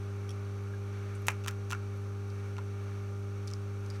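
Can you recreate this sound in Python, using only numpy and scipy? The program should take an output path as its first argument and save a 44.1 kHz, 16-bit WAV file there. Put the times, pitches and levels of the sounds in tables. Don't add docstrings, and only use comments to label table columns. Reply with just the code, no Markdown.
import sys
import numpy as np
from scipy import signal
from scipy.fft import rfft, irfft, next_fast_len
from scipy.io import wavfile
from scipy.ndimage import map_coordinates

SR = 44100
rng = np.random.default_rng(int(sys.argv[2]) if len(sys.argv) > 2 else 0)


def to_wav(sig):
    pcm = np.clip(np.atleast_2d(sig), -1, 1) * 32767
    pcm = np.round(pcm).astype(np.int16)
    wavfile.write(sys.argv[1], SR, pcm.T)


N = 176400

# t/s, level/dB, low cut f/Hz, broken piece's f/Hz, treble tilt/(dB/octave), rattle/dB
FRACTURES = [(1.2682, -30, 2800, 12000, 0.5, 4.5), (1.2714, -27, 2800, 11500, 5, -8),
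             (1.2762, -36, 4000, 9500, -2, 4), (1.2839, -8.5, 637, 2220, -0.5, -2),
             (1.3028, -32, 1800, 2400, -2, -2), (1.3075, -39, 3000, 11000, -1, 5),
             (1.3182, -39, 3000, 11000, 2, -3), (1.4388, -39.5, 2800, 4700, -3, 0),
             (1.4455, -35.5, 2500, 4700, -7, 1), (1.4622, -28, 850, 1100, -1, -11),
             (1.475, -27.5, 1000, 5000, -3, -7), (1.4763, -29, 2500, 12500, -5, -10),
             (1.4817, -17.5, 1150, 1410, 1.5, 0.5), (1.488, -26, 2500, 4770, -3, -3),
             (1.5109, -32.5, 1000, 12500, 0, -12), (1.6984, -39, 3500, 6500, -7, 3),
             (1.705, -37, 1200, 9500, -.5, 2), (1.7061, -25.5, 1100, 1100, 1, -12),
             (1.7127, -24, 2900, 4400, -1.5, -4), (1.7228, -23, 1000, 1420, -1, -3.5),
             (1.7307, -24.5, 1240, 1450, -4.5, -2.5), (1.7435, -43, 1500, 5000, 1, -5),
             (1.7492, -37, 1100, 1400, -5, 0), (2.5674, -43, 2000, 5000, -11, 2),
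             (2.5830, -32, 780, 4400, -7, -10), (2.5878, -35.5, 850, 980, -7, -15)]
# f/Hz, level/dB
SHELL_SPECTRUM = [(300, -2), (700, -4), (1000, -1), (1400, .5), (2000, -8.5), (2700, -1.5), (4000, -11),
                  (5000, -14.5), (5900, -6.5), (7500, -10), (9500, -16), (12000, -18), (16000, -23.5)]
PIECE_GAIN, PIECE_WIDTH = 1.8, 0.17
# f/Hz, level/dB, t60/s
TANK_MODES = [(920, -41, .06), (1020, -28, 0.037), (1420, -37, .045), (1560, -35, 0.026),
              (1920, -28, 0.027), (2060, -28.5, .05), (2440, -36, 0.043), (2704, -32.5, 0.035),
              (5500, -40, 0.086)]
# f/Hz, level/dB
TAIL_SPECTRUM = [(400, -1), (900, 3), (1400, 2), (2400, 1.5), (3300, -11), (5700, -7), (8000, -10),
                 (16000, -6.5)]
RATTLE_T60_S, TAIL_T60_S, TAIL_DB, MODES_DB = 0.016, 0.15, -11, -10
# t/s, level/dB, f/Hz, bandwidth over pitch, t60/s
CHIP_TICKS = [(1.151, -40, 8400, .2, 0.077), (1.219, -51, 12500, .1, .03), (1.973, -50, 10500, .2, .015),
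              (2.301, -44, 4700, .2, .02), (3.4750, -33, 5500, .35, 0.0032),
              (3.4789, -31.5, 4960, 0.22, 0.006), (3.4810, -43, 5600, .35, .006),
              (3.49, -46, 4800, .4, .015), (3.5032, -41, 5400, .4, .01), (3.5134, -37, 5600, 0.32, .004),
              (3.5363, -29.5, 5050, .35, .004), (3.862, -38.5, 5470, .5, .02),
              (3.9017, -35, 4770, 0.066, 0.0083), (3.9027, -44, 10000, .4, .004),
              (3.9068, -40, 5000, .12, .012), (3.9700, -47, 1800, .5, .006)]
CHIP_SNAP_DB, CHIP_TAIL_DB, CHIP_TOP_HZ = -7, -7, 10900
# t/s, length/s, rms level/dB, f/Hz
SCRAPE_STROKES = [(3.472, 0.046, -57, 4400), (3.925, .055, -64, 4900), (3.93, 0.044, -60, 1880)]
SLIPS_PER_S, GRIT_WIDTH = 1200, 0.24
# t/s, level/dB
TOOTH_TAPS = [(.2922, -36.5), (.3060, -37), (0.314, -45)]
# f/Hz, level/dB, t60/s
SHELL_MODES = [(3350, -10, .03), (3560, -17, 0.018), (5560, -8, 0.026), (5730, -14, .02),
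               (9750, -15.5, .022), (12200, -25, .015)]
BUBBLE_S, BUBBLE_DB, BUBBLE_HZ, BUBBLE_T60_S = 0.735, -39.5, 1620, 0.049
# multiple of the mains, rms level/dB
HUM_HARMONICS = [(1, -69.5), (2, -37.5), (3, -68.5), (4, -52.5), (5, -66.5), (6, -58.5), (7, -67), (8, -50),
                 (10, -86.5), (11, -72), (12, -70), (15, -75), (16, -66), (18, -73.5), (22, -71), (24, -66),
                 (28, -67)]
MAINS_HZ, HUM_WAVER, HUM_DRIFT = 50.025, 0.0043, 0.024
# f/Hz, relative level/dB
WASH_SPECTRUM = [(20, -20), (45, 2), (100, 2), (170, -0.5), (300, -2), (450, 3.5), (570, 3), (700, -6),
                 (1000, -3.5), (1330, 3.5), (1700, -4.5), (2050, -9), (2280, -1.5), (2520, -8.5),
                 (2650, -7), (3000, -12.5), (3900, -13), (4300, -14.5), (4540, -11.5), (4900, -20),
                 (5500, -12), (6100, -10), (7000, -19.5), (7800, -20.5), (9400, -19.5), (10400, -26.5),
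                 (11700, -23), (14000, -30), (15700, -33), (16300, -62)]
# t/s, level/dB
WASH_SWELL = [(0, 0), (.8, 1), (1.3, .5), (2, -0.5), (2.5, 0.5), (2.9, 0.5), (3.4, -1), (4, 1.5)]
WASH_DB, RECORDER_TOP_HZ = -55, 16400


def bites():
    out = np.zeros(N)
    for start, db, low_hz, piece_hz, tilt_db, rattle_db in FRACTURES:
        def spectrum(f):
            shell = amp(curve_at(SHELL_SPECTRUM, f) + tilt_db * np.log2(1 + f / 1500))
            piece = 1 + PIECE_GAIN * resonance(f, piece_hz, PIECE_WIDTH)
            return shell * piece / np.sqrt(1 + (low_hz / (f + 1)) ** 6)
        response = amp(rattle_db) * decay(ring_noise(), RATTLE_T60_S)
        response += amp(TAIL_DB) * tank_tail() + amp(MODES_DB) * ringing(TANK_MODES)
        response[0] += 1
        add(out, start, amp(db) * signal.fftconvolve(pulse(spectrum), response))
    return out


def chips():
    out = np.zeros(N)
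    for start, db, hz, width, t60 in CHIP_TICKS:
        click = pulse(lambda f: chip_band(f, hz, width))
        response = decay(ring_noise(), t60) + amp(CHIP_TAIL_DB) * tank_tail()
        response[0] += amp(CHIP_SNAP_DB)
        add(out, start, amp(db) * signal.fftconvolve(click, response))
    return out


def scrapes():
    out = np.zeros(N)
    for start, length, db, hz in SCRAPE_STROKES:
        slips = rng.standard_normal(N) * (rng.random(N) < SLIPS_PER_S / SR)
        grit = unit_rms(filtered(slips, lambda f: chip_band(f, hz, GRIT_WIDTH)))
        stroke = signal.windows.tukey(int(length * SR))
        add(out, start, amp(db) * stroke * grit[:len(stroke)])
    return out


def taps():
    out = np.zeros(N)
    for start, db in TOOTH_TAPS:
        hiss = filtered(ring_noise(), lambda f: (f > 2500) * (f < 11000))
        grit = amp(4.5) * decay(hiss, t60=0.022)
        add(out, start, amp(db) * (ringing(SHELL_MODES) + grit))
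    return out


def tank_tail():
    return decay(filtered(ring_noise(), lambda f: amp(curve_at(TAIL_SPECTRUM, f))), TAIL_T60_S)


def bubble():
    out, t = np.zeros(N), ring_time()
    envelope = amp(BUBBLE_DB - 60 * t / BUBBLE_T60_S) * (1 - np.exp(-t / 0.0023))
    add(out, BUBBLE_S, envelope * np.sin(2 * np.pi * BUBBLE_HZ * t))
    return out


def pump():
    t = np.arange(N) / SR
    out = np.zeros(N)
    for harmonic, db in HUM_HARMONICS:
        phase = 2 * np.pi * (harmonic * MAINS_HZ * t + rng.random())
        phase += HUM_DRIFT * np.sqrt(harmonic / 10) * wobble(6.3)
        waver = 1 + HUM_WAVER * (harmonic - 1) / 2 * wobble(4.11)
        out += np.sqrt(2) * amp(db) * waver * np.sin(phase)
    return out


def water():
    wash = unit_rms(filtered(rng.standard_normal(N), lambda f: amp(curve_at(WASH_SPECTRUM, f))))
    middle = filtered(wash, lambda f: resonance(f, hz=2000, width=0.87))
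    swell_db = np.interp(np.arange(N) / SR, *np.transpose(WASH_SWELL))
    churn_db = swell_db + 1.2 * wobble(4.95) + 0.29 * wobble(30.16)
    return amp(WASH_DB) * (wash + middle * (amp(churn_db) - 1))


def pulse(spectrum, size=2048):
    cepstrum = irfft(np.log(np.maximum(spectrum(np.fft.rfftfreq(size, 1 / SR)), 1e-6)))
    cepstrum[1:size // 2] *= 2
    cepstrum[size // 2 + 1:] = 0
    click = irfft(np.exp(rfft(cepstrum)))
    return click / np.abs(click).max()


def ringing(modes):
    t = ring_time()
    out = np.zeros(len(t))
    for hz, db, t60 in modes:
        envelope = amp(db + rng.normal(0, 3.5) - 60 * t / t60)
        detune = 1 + rng.normal(0, 0.0086)
        out += envelope * np.sin(2 * np.pi * hz * detune * t)
    return out


def decay(noise, t60):
    t = ring_time()
    tail = noise * amp(-60 * t / t60) * (1 - np.exp(-t / 0.00013))
    return tail / np.linalg.norm(tail)


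def resonance(f, hz, width):
    return 1 / np.hypot(1, (f / hz - hz / (f + 1)) / width)


def chip_band(f, hz, width):
    return resonance(f, hz, width) / np.sqrt(1 + (f / CHIP_TOP_HZ) ** 10)


def ring_time():
    return np.arange(SR // 5) / SR


def ring_noise():
    return rng.standard_normal(len(ring_time()))


def wobble(rate):
    return map_coordinates(rng.standard_normal(int(N * rate / SR) + 4), [np.arange(N) * rate / SR])


def filtered(x, gain):
    size = next_fast_len(len(x) + SR // 10)
    return irfft(rfft(x, size) * gain(np.fft.rfftfreq(size, 1 / SR)), size)[:len(x)]


def curve_at(points, hz):
    f, db = np.transpose(points)
    return np.interp(np.log(hz + 1), np.log(f + 1), db)


def amp(db):
    return 10 ** (np.asarray(db) / 20)


def unit_rms(x):
    return x / np.sqrt(np.mean(x ** 2) + 1e-20)


def add(track, start_s, sound):
    part = track[round(start_s * SR):][:len(sound)]
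    part += sound[:len(part)]


def scene():
    return (bites() + chips() + scrapes() + taps() + bubble() + pump() + water())[None]


def record(dry):
    return np.array([filtered(ch, lambda f: 1 / np.hypot(1, (f / RECORDER_TOP_HZ) ** 60)) for ch in dry])


dry = scene()
out = record(dry)
to_wav(out)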